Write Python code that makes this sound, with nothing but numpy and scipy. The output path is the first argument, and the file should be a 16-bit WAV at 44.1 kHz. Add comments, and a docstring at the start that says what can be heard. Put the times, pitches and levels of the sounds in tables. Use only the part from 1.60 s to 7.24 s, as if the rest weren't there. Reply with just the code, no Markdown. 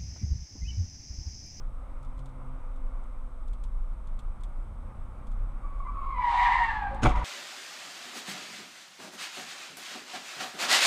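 """A skid and a crash, heard from inside a car

Another car brakes hard. Its tyres stick and slip on the road, so they chirp, screech and fall in pitch.
Its bumper cracks, its body and panels crumple with a deep thud, and the tyres squeal once more.
Underneath, our slowly rolling car rumbles, its engine drones and its loose plastic trim ticks.
Traffic and a passing truck hum outside, and there is a faint hiss and an electrical whine."""
import sys
import numpy as np
from scipy import signal
from scipy.fft import rfft, irfft, next_fast_len
from scipy.io import wavfile
from scipy.ndimage import uniform_filter1d, map_coordinates

SR = 44100
rng = np.random.default_rng(int(sys.argv[2]) if len(sys.argv) > 2 else 0)


def file_out(sig):
    """Save sig as 16-bit WAV at sys.argv[1]."""
    # one column per channel
    cols = np.atleast_2d(sig).T
    # limit, then scale
    lim = np.clip(cols, -1, 1)
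    pcm = np.round(lim * 32767).astype(np.int16)
    wavfile.write(sys.argv[1], SR, pcm)


N = 248811

# the skid: t/s, pitch/Hz, sliding force/dB (0 is full force), overtone boost/dB
SKID = [(4.0, 1150, -45.5, 3), (4.36, 1129, -33, -2), (4.47, 1080, -28, -1.5), (4.56, 1022, -25.5, 2),
        (4.66, 965, -11.5, 2.5), (4.71, 922, -5, -10.5), (4.77, 972, -3, -1.5), (4.84, 990, 0, 0),
        (4.9, 915.7, -2.5, -1.5), (4.95, 975, -4, 1), (4.99, 923, -6, 0), (5.04, 938, -8, 4),
        (5.09, 892, -9, 3), (5.15, 865, -11.5, 1), (5.21, 835, -17, 1.5), (5.27, 793, -21, 0),
        (5.32, 830, -22, -1), (5.42, 868, -23, 5)]
# each tyre: pitch ratio, level/dB, overtone/dB, pitch scatter/share,
# change in a light slide/dB, change once the car has slowed/dB
TYRES = [(1, -1.5, -3, .013, 0, 0), (1.052, -6.5, -4.5, .021, -2.5, -6), (.945, -7, -5.5, .018, -10, -2.5),
         (1.15, -11, -7, .028, -4, -4)]
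# rubber tearing on asphalt: f/Hz, level/dB
SCRUB_SPECTRUM = [(1000, -79), (1900, -35.5), (2600, -0.5), (2900, -0.5), (3800, -2), (5000, -13),
                  (6500, -19.5), (8000, -20), (9500, -31), (10500, -39), (13000, -47), (15000, -61.5)]
# chattering tread: f/Hz, level/dB
RASP_SPECTRUM = [(300, -70.5), (660, -31), (740, -5.5), (850, 5.5), (1150, 5), (1500, -8), (1780, -10.5),
                 (2250, -8.5), (2600, -13.5), (4000, -43), (12000, -100)]
# a tyre catches briefly: t/s, length/s, pitch/Hz, level/dB, overtone against the note/dB
CHIRPS = [(4.035, 0.072, 1150, -44.5, -25), (4.127, 0.035, 1142, -48, -21), (4.2, 0.033, 1125, -40, -26),
          (4.25, 0.017, 1035, -40, -19), (4.271, 0.023, 1170, -36, -23.5), (4.583, 0.03, 996, -27.5, -21.5),
          (4.74, 0.017, 973, -22, -22.5), (4.829, 0.03, 1020, -26, -10.5), (4.93, 0.029, 1019, -26, -8),
          (5.243, 0.025, 807.6, -39, -3), (5.308, 0.043, 560, -45, -17.5), (5.549, 0.036, 962, -33.5, -20)]
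# one tyre's rough squeal: t/s, pitch/Hz, level/dB
JUDDER = [(4.61, 870, -42.5), (4.70, 830, -38), (4.76, 788, -30.5), (4.80, 778, -37.5), (4.84, 795, -31),
          (4.88, 800, -38), (5.0, 785, -38.5), (5.04, 766, -46)]
# crash blows: t/s, thud/dB, panel/dB, splinter/dB, t60/s (the time to fade by 60 dB)
BLOWS = [(5.423, -20, -34, -45, 0.099), (5.431, -18.5, -31.5, -32.5, 0.048), (5.44, -16, -31, -42, 0.052),
         (5.45, -15.5, -21, -43, 0.045), (5.457, -26, -15.5, -35.5, 0.04), (5.466, -18, -26.5, -38, 0.067),
         (5.484, -30, -33.5, -45, 0.1), (5.498, -33, -33.5, -54, 0.18), (5.551, -39.5, -37.5, -56, 0.97)]
# ringing notes of the car body: f/Hz, width/Hz, level/dB
BODY_MODES = [(19.7, 19.4, 1.5), (44.2, 12, 2), (118, 26, -4.5), (193.3, 15, -5), (231, 21.6, -4.5),
              (311, 37, -10), (349, 25, -11.5)]
# ringing notes of the buckling panels: f/Hz, width/Hz, level/dB
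PANEL_MODES = [(480, 68, -3.5), (595, 24, 4.5), (746, 27, 7), (887, 50, -0.5), (1086, 125, 1),
               (1270, 102, 1.5), (1455, 77, 0), (2070, 130, -7.5), (2320, 84, -5.5), (2650, 100, -13.5),
               (3310, 160, -14)]
# breaking plastic: f/Hz, level/dB
SPLINTER_SPECTRUM = [(1680, -40), (2400, -1), (3300, -2), (4200, -10), (5500, -12), (6200, -13),
                     (6800, -10), (7300, -19), (8200, -16), (10000, -24), (12000, -34), (15000, -41)]
# how the glass dulls body and panels: f/Hz, gain/dB
GLASS_MUFFLE = [(3000, 0), (6000, -7), (10000, -7), (15000, -45.5)]
# the bumper cracks before the metal gives way: t/s, level/dB
BUMPER_CRACKS = [(5.419, -49), (5.4285, -37), (5.433, -31.5), (5.437, -32)]
# ringing notes of the bumper shell: f/Hz, width/Hz, level/dB
BUMPER_MODES = [(1330, 130, 0), (1670, 110, -4), (2360, 100, -7), (3160, 210, -5.5), (3950, 77, -11.5),
                (5210, 110, -12), (6700, 190, -6.5), (7950, 120, -15.5), (9500, 130, -14.5)]
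# deep notes of the cabin air: f/Hz, level/dB
AIR_MODES = [(19, -16.5), (48, -15.5)]
# the street's echo: f/Hz, t60/s
STREET_DECAY = [(100, 0.11), (1000, 0.43), (4000, 0.21), (12000, 0.11)]
# the rolling car's rumble: f/Hz, level/dB
RUMBLE_SPECTRUM = [(10, -16), (20, 6.5), (27, 8), (40, 3), (52, -8), (70, -19.5), (120, -62.5), (300, -130)]
# uneven ground rocks the car: t/s, half width/s, extra rumble/dB
BUMPS = [(.22, 0.49, 6.5), (1.25, 0.21, 5), (2.25, 0.59, 7.5), (3.77, 0.13, 7), (4.301, 0.46, 5),
         (5.62, 0.11, 5.5)]
# our engine pulling away: t/s, firing rate/Hz, drone/dB, overtones/dB
ENGINE = [(0, 24.32, -53.5, -56), (2.2, 24.88, -54.5, -56), (2.8, 27.38, -51.5, -50),
          (3.2, 30.33, -48.5, -49), (3.85, 31, -54.5, -47), (4.15, 36.92, -49, -53),
          (4.8, 38.98, -50.5, -52), (5.08, 47.88, -48, -48.5), (5.35, 52.97, -49, -40),
          (5.64, 56, -39.5, -38.5)]
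# the engine's noisy drone: f/Hz, level/dB
DRONE_SPECTRUM = [(45, -28), (65, 7.5), (90, 1.5), (125, -4.5), (160, -9), (220, -9), (300, -20.5),
                  (420, -28), (600, -66.5), (1500, -130)]
# how the cabin passes the engine's overtones: f/Hz, gain/dB
CABIN_RESPONSE = [(50, 0), (75, -2), (92, -2), (115, -11.5), (130, -8.5), (165, -20.5), (210, -11),
                  (260, -16.5), (330, -20), (450, -29)]
# the truck's exhaust booms under load: t/s, length/s, level/dB
TRUCK_SURGES = [(0, 0.12, -50), (0.394, 0.1, -48), (0.578, 0.345, -44.5)]
# loudness of the traffic: t/s, level/dB
TRAFFIC_LEVEL = [(0, -57), (0.3, -54.5), (1.35, -55), (1.85, -57.5), (3.85, -54)]
# traffic through the glass: f/Hz, level/dB
TRAFFIC_SPECTRUM = [(200, -10), (330, -3.5), (420, -11), (510, -2), (680, -5.5), (950, -3.5), (1230, -1.5),
                    (1500, -11.5), (1750, -20.5), (2200, -17.5), (2800, -27), (4500, -49), (12000, -100)]
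# ticks of the trim: t/s, level/dB
TICKS = [(.429, -66), (.448, -67), (.579, -69), (.591, -63), (.658, -60), (.691, -69), (1.16, -70),
         (1.438, -70), (1.879, -62), (1.932, -61), (2.038, -56), (2.472, -65), (2.591, -56), (2.808, -67),
         (2.835, -56), (3.67, -63), (3.716, -67), (4.19, -70), (5.037, -55), (5.346, -60)]
# a tick's first contact: f/Hz, width/Hz, level/dB
CONTACT_MODES = [(5700, 700, -6.5), (6860, 1400, 3.5), (8670, 2100, 1)]
# the rattle after a tick: f/Hz, level/dB
RATTLE_SPECTRUM = [(1500, -7), (2700, -3.5), (3400, 4), (4600, -4.5), (6000, -6.5), (8500, -4.5),
                   (11000, -16), (15000, -22)]
# ringing notes of the trim: f/Hz, level/dB, t60/s
TRIM_MODES = [(2200, -2.5, .015), (3540, -1.5, 0.022), (4270, -7.5, 0.013), (8740, -4, .015)]
# faint hiss: f/Hz, level/dB
HISS_SPECTRUM = [(2100, -40), (3000, -1), (3700, 0), (4300, -8), (6400, -8), (7500, -9), (8000, -1),
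                 (8600, 0), (9200, -9), (10500, -7), (11700, -14), (12600, -12), (13500, -20), (15000, -32)]
# electrical whine, of which only the overtones sound: t/s, base pitch/Hz
WHINE_PITCH = [(2.85, 2280), (3.15, 2660), (3.4, 2720), (3.62, 2260), (3.86, 1830), (4.08, 2390),
               (4.29, 2120), (4.53, 2460), (4.75, 2330)]

LOCK_S, SLOWED_S, LOOSEN_S = 4.29, 5.03, 5.28  # the squeal turns unbroken, calms, then breaks up
SLIDE_S, SLIDE_HZ, SLIDE_SAG_HZ_PER_S = 5.47, 1065, 880  # the shoved car slides on after the crash
SLIDE_FORCE_DB, SLIDE_FADE_DB_PER_S = -11.5, 44
FULL_HZ, SHARPEN_DB_PER_OCTAVE = 983, 25.5  # slower sticking and slipping has stronger overtones
CHIRP_SAG_HZ_PER_S = 486
TRUCK_HZ, TRUCK_SAG_HZ_PER_S = 133.8, 5  # the truck's firing rate
TRUCK_NEAREST_S, TRUCK_PASS_S = 0.99, 0.91
TOP_HZ = 15400


def tyre_tones(pitch, force_db):
    """Each tyre sticks and slips at its own jittery rate: gives base note, overtone and higher overtones."""
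    first, second, upper = np.zeros((3, N))
    light_slide = np.clip((-3 - force_db) / 15, 0, 1)  # the other tyres join in as the slide gets hard
    slowed = ramp(SLOWED_S, 0.056)  # then the leading tyre sings almost alone
    roughness = (1 + .6 * amp(force_db)) * (1 - .3 * slowed)
    for ratio, db, second_db, scatter, light_db, slowed_db in TYRES:
        jitter = scatter * roughness * (.8 * wobble(45) + 1.1 * wobble(320))
        phase = turning(pitch * ratio * (1 + jitter))
        grip = amp(light_db * light_slide + slowed_db * slowed + 1.8 * wobble(40) + 2.1 * wobble(170))
        first += grip * amp(db) * np.sin(phase)
        second += grip * amp(second_db + 2.8 * wobble(60)) * np.sin(2 * phase)
        upper += grip * amp(db) * (np.sin(3 * phase) + .38 * np.sin(4 * phase) + .15 * np.sin(5 * phase))
    return unit(first), unit(second), unit(upper)


def screech(pitch, force_db, bite_db):
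    """Sliding rubber sings, rasps and tears on the road; more force adds overtones and scrubbing."""
    squeal_db = -26.5 + 0.31 * force_db
    overtone_db = -31.5 + 0.78 * force_db + SHARPEN_DB_PER_OCTAVE * np.log2(FULL_HZ / pitch)
    scrub_db = -42 + 1.054 * force_db
    loose = ramp(LOOSEN_S, 0.03)  # at low speed the tones weaken and their pitch breaks up
    singing = ramp(LOCK_S, 0.065) * amp(-5 * loose)
    waver = 0.01406 * amp(force_db) * wobble(22) + 0.0553 * loose * wobble(200)
    first, second, upper = tyre_tones(pitch * (1 + waver), force_db)
    overtones = singing * amp(overtone_db + bite_db) * (second + amp(-18) * upper)
    tones = singing * (amp(squeal_db) * first + overtones)
    rasp = amp(overtone_db - 3) * noise(RASP_SPECTRUM)
    scrub = amp(scrub_db + 0.59 * wobble(48)) * noise(SCRUB_SPECTRUM)
    return tones + rasp + scrub


def skid():
    """The tyres screech up to the crash, then again in a short, falling slide."""
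    pitch, force_db, bite_db = curves(SKID)
    since = clock() - SLIDE_S
    sliding = since > 0
    pitch = np.where(sliding, SLIDE_HZ - SLIDE_SAG_HZ_PER_S * since, pitch)
    force_db = np.where(sliding, SLIDE_FORCE_DB - SLIDE_FADE_DB_PER_S * since, force_db)
    return np.maximum(during(SKID), sliding) * screech(pitch, force_db, bite_db)


def judder():
    """A hard-pressed tyre squeals lower and rougher than the rest."""
    pitch, db = curves(JUDDER)
    phase = turning(pitch * (1 + 0.0361 * wobble(190)))
    flutter = unit(amp(3 * wobble(130)))
    note = unit(np.sin(phase) + amp(-15.5) * np.sin(2 * phase))
    return during(JUDDER) * amp(db) * flutter * note


def chirps():
    """A tyre catches for a moment and sings one short, sagging note."""
    notes = np.zeros(N)
    jitter = 1 + 0.01598 * wobble(320)
    flutter = amp(2.4 * wobble(170))
    for start, length, hz, db, overtone_db in CHIRPS:
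        sag_hz = CHIRP_SAG_HZ_PER_S * np.clip(clock() - start, 0, length)
        phase = turning(jitter * (hz - sag_hz))
        note = unit(np.sin(phase) + amp(overtone_db) * np.sin(2 * phase))
        notes += amp(db) * held(start, length, rise=0.0017, fall=0.014) * note
    return flutter * notes


def crash():
    """Each blow shoves the body, buckles panels and splinters plastic."""
    thud, buckle, splinter = np.zeros((3, N))
    for start, thud_db, panel_db, splinter_db, t60 in BLOWS:
        thud += amp(thud_db) * burst(start, t60, rise=0.00074)
        buckle += amp(panel_db) * burst(start, t60, rise=0.0012)
        splinter += amp(splinter_db) * burst(start, t60, rise=0.0043)
    # a hard contact, then crumpling, sets the metal ringing
    shoves = knocks([(start, db + 16) for start, db, *_ in BLOWS])
    strikes = knocks([(start, db + 17.5) for start, _, db, *_ in BLOWS])
    body = ring(shoves + amp(-2.5) * thud * crunch(swing_db=3.2, rate=900), BODY_MODES)
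    panels = ring(strikes + amp(-0.5) * buckle * crunch(swing_db=3.2, rate=900), PANEL_MODES)
    # plastic breaks in about 3500 cracks a second, of very unequal size
    cracking = rng.random(N) < 3500 / SR
    cracks = cracking * rng.standard_normal(N) + .12 * rng.standard_normal(N)
    shards = amp(1.5) * splinter * unit(shaped(cracks, SPLINTER_SPECTRUM))
    return shaped(body + panels, GLASS_MUFFLE) + shards


def bumper():
    """The bumper splits in a few quick snaps, each followed by brief tearing that rings its shell."""
    snaps = knocks([(start, db + 14.5) for start, db in BUMPER_CRACKS])
    tearing = sum(amp(db) * burst(start, t60=.026, rise=.0005) for start, db in BUMPER_CRACKS)
    return ring(snaps + tearing * crunch(swing_db=5, rate=1500), BUMPER_MODES)


def boom():
    """The pressure wave of the crash sets the air in the cabin swinging."""
    start = 5.445
    swing = sum(amp(db) * np.sin(2 * np.pi * hz * (clock() - start)) for hz, db in AIR_MODES)
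    return burst(start, t60=0.63, rise=0.0076) * swing


def street_echo(sound):
    """Buildings answer with a smooth echo that lasts longest at middle pitches."""
    hz, t, spectrum = signal.stft(rng.standard_normal(SR // 2), SR, nperseg=256)
    fade = amp(-60 * t / along(STREET_DECAY, hz)[:, None])
    _, tail = signal.istft(spectrum * fade, SR, nperseg=256)
    return signal.fftconvolve(sound, tail / np.linalg.norm(tail))[:N]


def cabin():
    """Our car rumbles and its engine shakes it, both more strongly on uneven ground."""
    level_db = -38.5 + sum(db * np.exp(-((clock() - at) / width) ** 2) for at, width, db in BUMPS)
    sway = signal.hilbert(noise(RUMBLE_SPECTRUM))
    rumble = unit(sway.real / np.sqrt(abs(sway) + .5))  # the largest swings are held back
    return amp(level_db) * rumble + engine(shake_db=level_db)


def engine(shake_db):
    """Our engine shakes the car at its firing rate, with overtones and a noisy drone above."""
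    firing_hz, drone_db, overtones_db = curves(ENGINE)
    phase = turning(firing_hz * (1 + 0.0178 * wobble(14)))
    shake = amp(shake_db + 2 * wobble(11)) * np.sin(phase + .6 * wobble(11))
    overtones = np.zeros(N)
    for k in range(2, 10):
        gain = amp(along(CABIN_RESPONSE, k * firing_hz) + 2.67 * wobble(12))
        overtones += gain * np.sin(k * phase + .5 * wobble(13))
    return shake + amp(overtones_db) * overtones + amp(drone_db) * noise(DRONE_SPECTRUM)


def truck():
    """A diesel exhaust hums as the truck passes and booms whenever it pulls."""
    phase = turning((TRUCK_HZ - TRUCK_SAG_HZ_PER_S * clock()) * (1 + 0.01168 * wobble(24.6)))
    load = sum(amp(db) * held(start, length, rise=.019, fall=.06) for start, length, db in TRUCK_SURGES)
    passing = amp(-57.5) / (1 + ((clock() - TRUCK_NEAREST_S) / TRUCK_PASS_S) ** 4)
    first = amp(1.1 * wobble(12.36)) * np.sin(phase)
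    second = amp(0.5 + 2.8 * wobble(24.94)) * np.sin(2 * phase)
    fourth = amp(-5 + 0.96 * wobble(14)) * np.sin(4 * phase + wobble(40.26))
    return load * first + (passing + amp(-24.5) * load) * (second + fourth)


def traffic():
    """The noise of other cars comes dully through the glass."""
    level_db, = curves(TRAFFIC_LEVEL)
    return amp(level_db + 0.66 * wobble(10)) * noise(TRAFFIC_SPECTRUM)


def trim_ticks():
    """Loose plastic trim ticks: a bright contact, a short rattle and a ring that differs each time."""
    contact = ring(knocks([(start + .001, db + 16.5) for start, db in TICKS]), CONTACT_MODES)
    rattle = sum(amp(db + 2) * burst(start, t60=.058, rise=.0015) for start, db in TICKS)
    ringing = np.zeros(N)
    t = np.arange(SR // 10) / SR
    for start, db in TICKS:
        for hz, mode_db, t60 in TRIM_MODES:
            detune, strength = rng.standard_normal(2)
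            fade = amp(db + mode_db + 3 * strength - 60 * t / t60)
            note = np.sin(2 * np.pi * hz * (1 + .025 * detune) * t)
            ringing[round(start * SR):][:len(t)] += fade * note
    return contact + rattle * noise(RATTLE_SPECTRUM) + ringing


def electronics():
    """A faint hiss and a barely audible electrical whine that wanders in pitch."""
    phase = turning(uniform_filter1d(curves(WHINE_PITCH)[0], size=6500))
    overtones = .7 * np.sin(2 * phase) + .8 * np.sin(3 * phase) + 1.1 * np.sin(4 * phase)
    hiss = amp(-76.5) * noise(HISS_SPECTRUM)
    whine = amp(-89 + 2 * wobble(18)) * during(WHINE_PITCH) * overtones
    return hiss + whine


def amp(db):
    """Turn decibels into a gain."""
    return 10 ** (np.asarray(db) / 20)


def unit(x):
    """Scale to an average power of 1."""
    return x / np.sqrt(np.mean(x ** 2) + 1e-20)


def clock():
    """The time of every sample, in seconds."""
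    return np.arange(N) / SR


def turning(hz):
    """The phase of a tone whose pitch moves."""
    return 2 * np.pi * np.cumsum(hz) / SR


def along(points, hz):
    """Read between (f/Hz, value) points on a log frequency scale."""
    f, values = np.transpose(points)
    return np.interp(np.log(hz + 1), np.log(f + 1), values)


def curves(rows):
    """One value per sample for each column after the time."""
    times, *columns = np.transpose(rows)
    return [np.interp(clock(), times, column) for column in columns]


def during(rows, fade=0.029):
    """1 over the time that a table spans, fading to 0 outside it."""
    return np.clip(np.minimum(clock() - rows[0][0], rows[-1][0] - clock()) / fade + 1, 0, 1)


def ramp(start, length):
    """A straight rise from 0 to 1."""
    return np.clip((clock() - start) / length, 0, 1)


def held(start, length, rise, fall):
    """A level that rises, holds and falls."""
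    t = clock() - start
    return np.clip(np.minimum(t / rise, 1 + (length - t) / fall), 0, 1)


def burst(start, t60, rise):
    """The level of a blow: it rises quickly and dies away."""
    t = np.maximum(clock() - start, 0)
    return (1 - np.exp(-t / rise)) * amp(-60 * t / t60)


def knocks(rows):
    """One sharp click for each (t/s, level/dB) row."""
    times, db = np.transpose(rows)
    return np.bincount(np.round(times * SR).astype(int), amp(db), N)[:N]


def wobble(rate):
    """A smooth curve through `rate` random points a second."""
    points = rng.standard_normal(int(N * rate / SR) + 4)
    fine = np.arange(0, len(points), 1 / 8)
    return np.interp(clock() * rate, fine, map_coordinates(points, [fine]))


def crunch(swing_db, rate):
    """Noise made grainy by a fast-flickering level."""
    return unit(rng.standard_normal(N) * amp(swing_db * wobble(rate)))


def noise(spectrum):
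    """Steady noise with the given spectrum and a power of 1."""
    return unit(shaped(rng.standard_normal(N), spectrum))


def filtered(x, response):
    """Multiply each frequency in x by response(hz)."""
    size = next_fast_len(N + SR // 2)
    return irfft(rfft(x, size) * response(np.fft.rfftfreq(size, 1 / SR)), size)[:N]


def shaped(x, spectrum):
    """Filter x by a curve of (f/Hz, level/dB) points."""
    return filtered(x, lambda hz: amp(along(spectrum, hz)))


def ring(x, modes):
    """Let x ring (f/Hz, width/Hz, level/dB) resonances; white noise would keep its power."""
    def response(f):
        gain = sum((-1) ** k * amp(db) * 1j * f * width / (hz * hz - f * f + 1j * f * width)
                   for k, (hz, width, db) in enumerate(modes))
        return gain / np.sqrt(np.mean(abs(gain) ** 2))
    return filtered(x, response)


def scene():
    """The accident and its echo over the sounds of our car and the street."""
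    tyres = skid() + judder() + chirps()
    hit = bumper() + crash()
    echo = street_echo(amp(-9.5) * tyres + amp(-19) * hit)
    accident = amp(-1.5) * tyres + hit + echo + boom()
    background = cabin() + traffic() + truck() + trim_ticks() + electronics()
    return (accident + background)[None]


def record(dry):
    """Cut away the treble above TOP_HZ."""
    return filtered(dry[0], lambda hz: hz < TOP_HZ)[None]


dry = scene()
out = record(dry)
file_out(out)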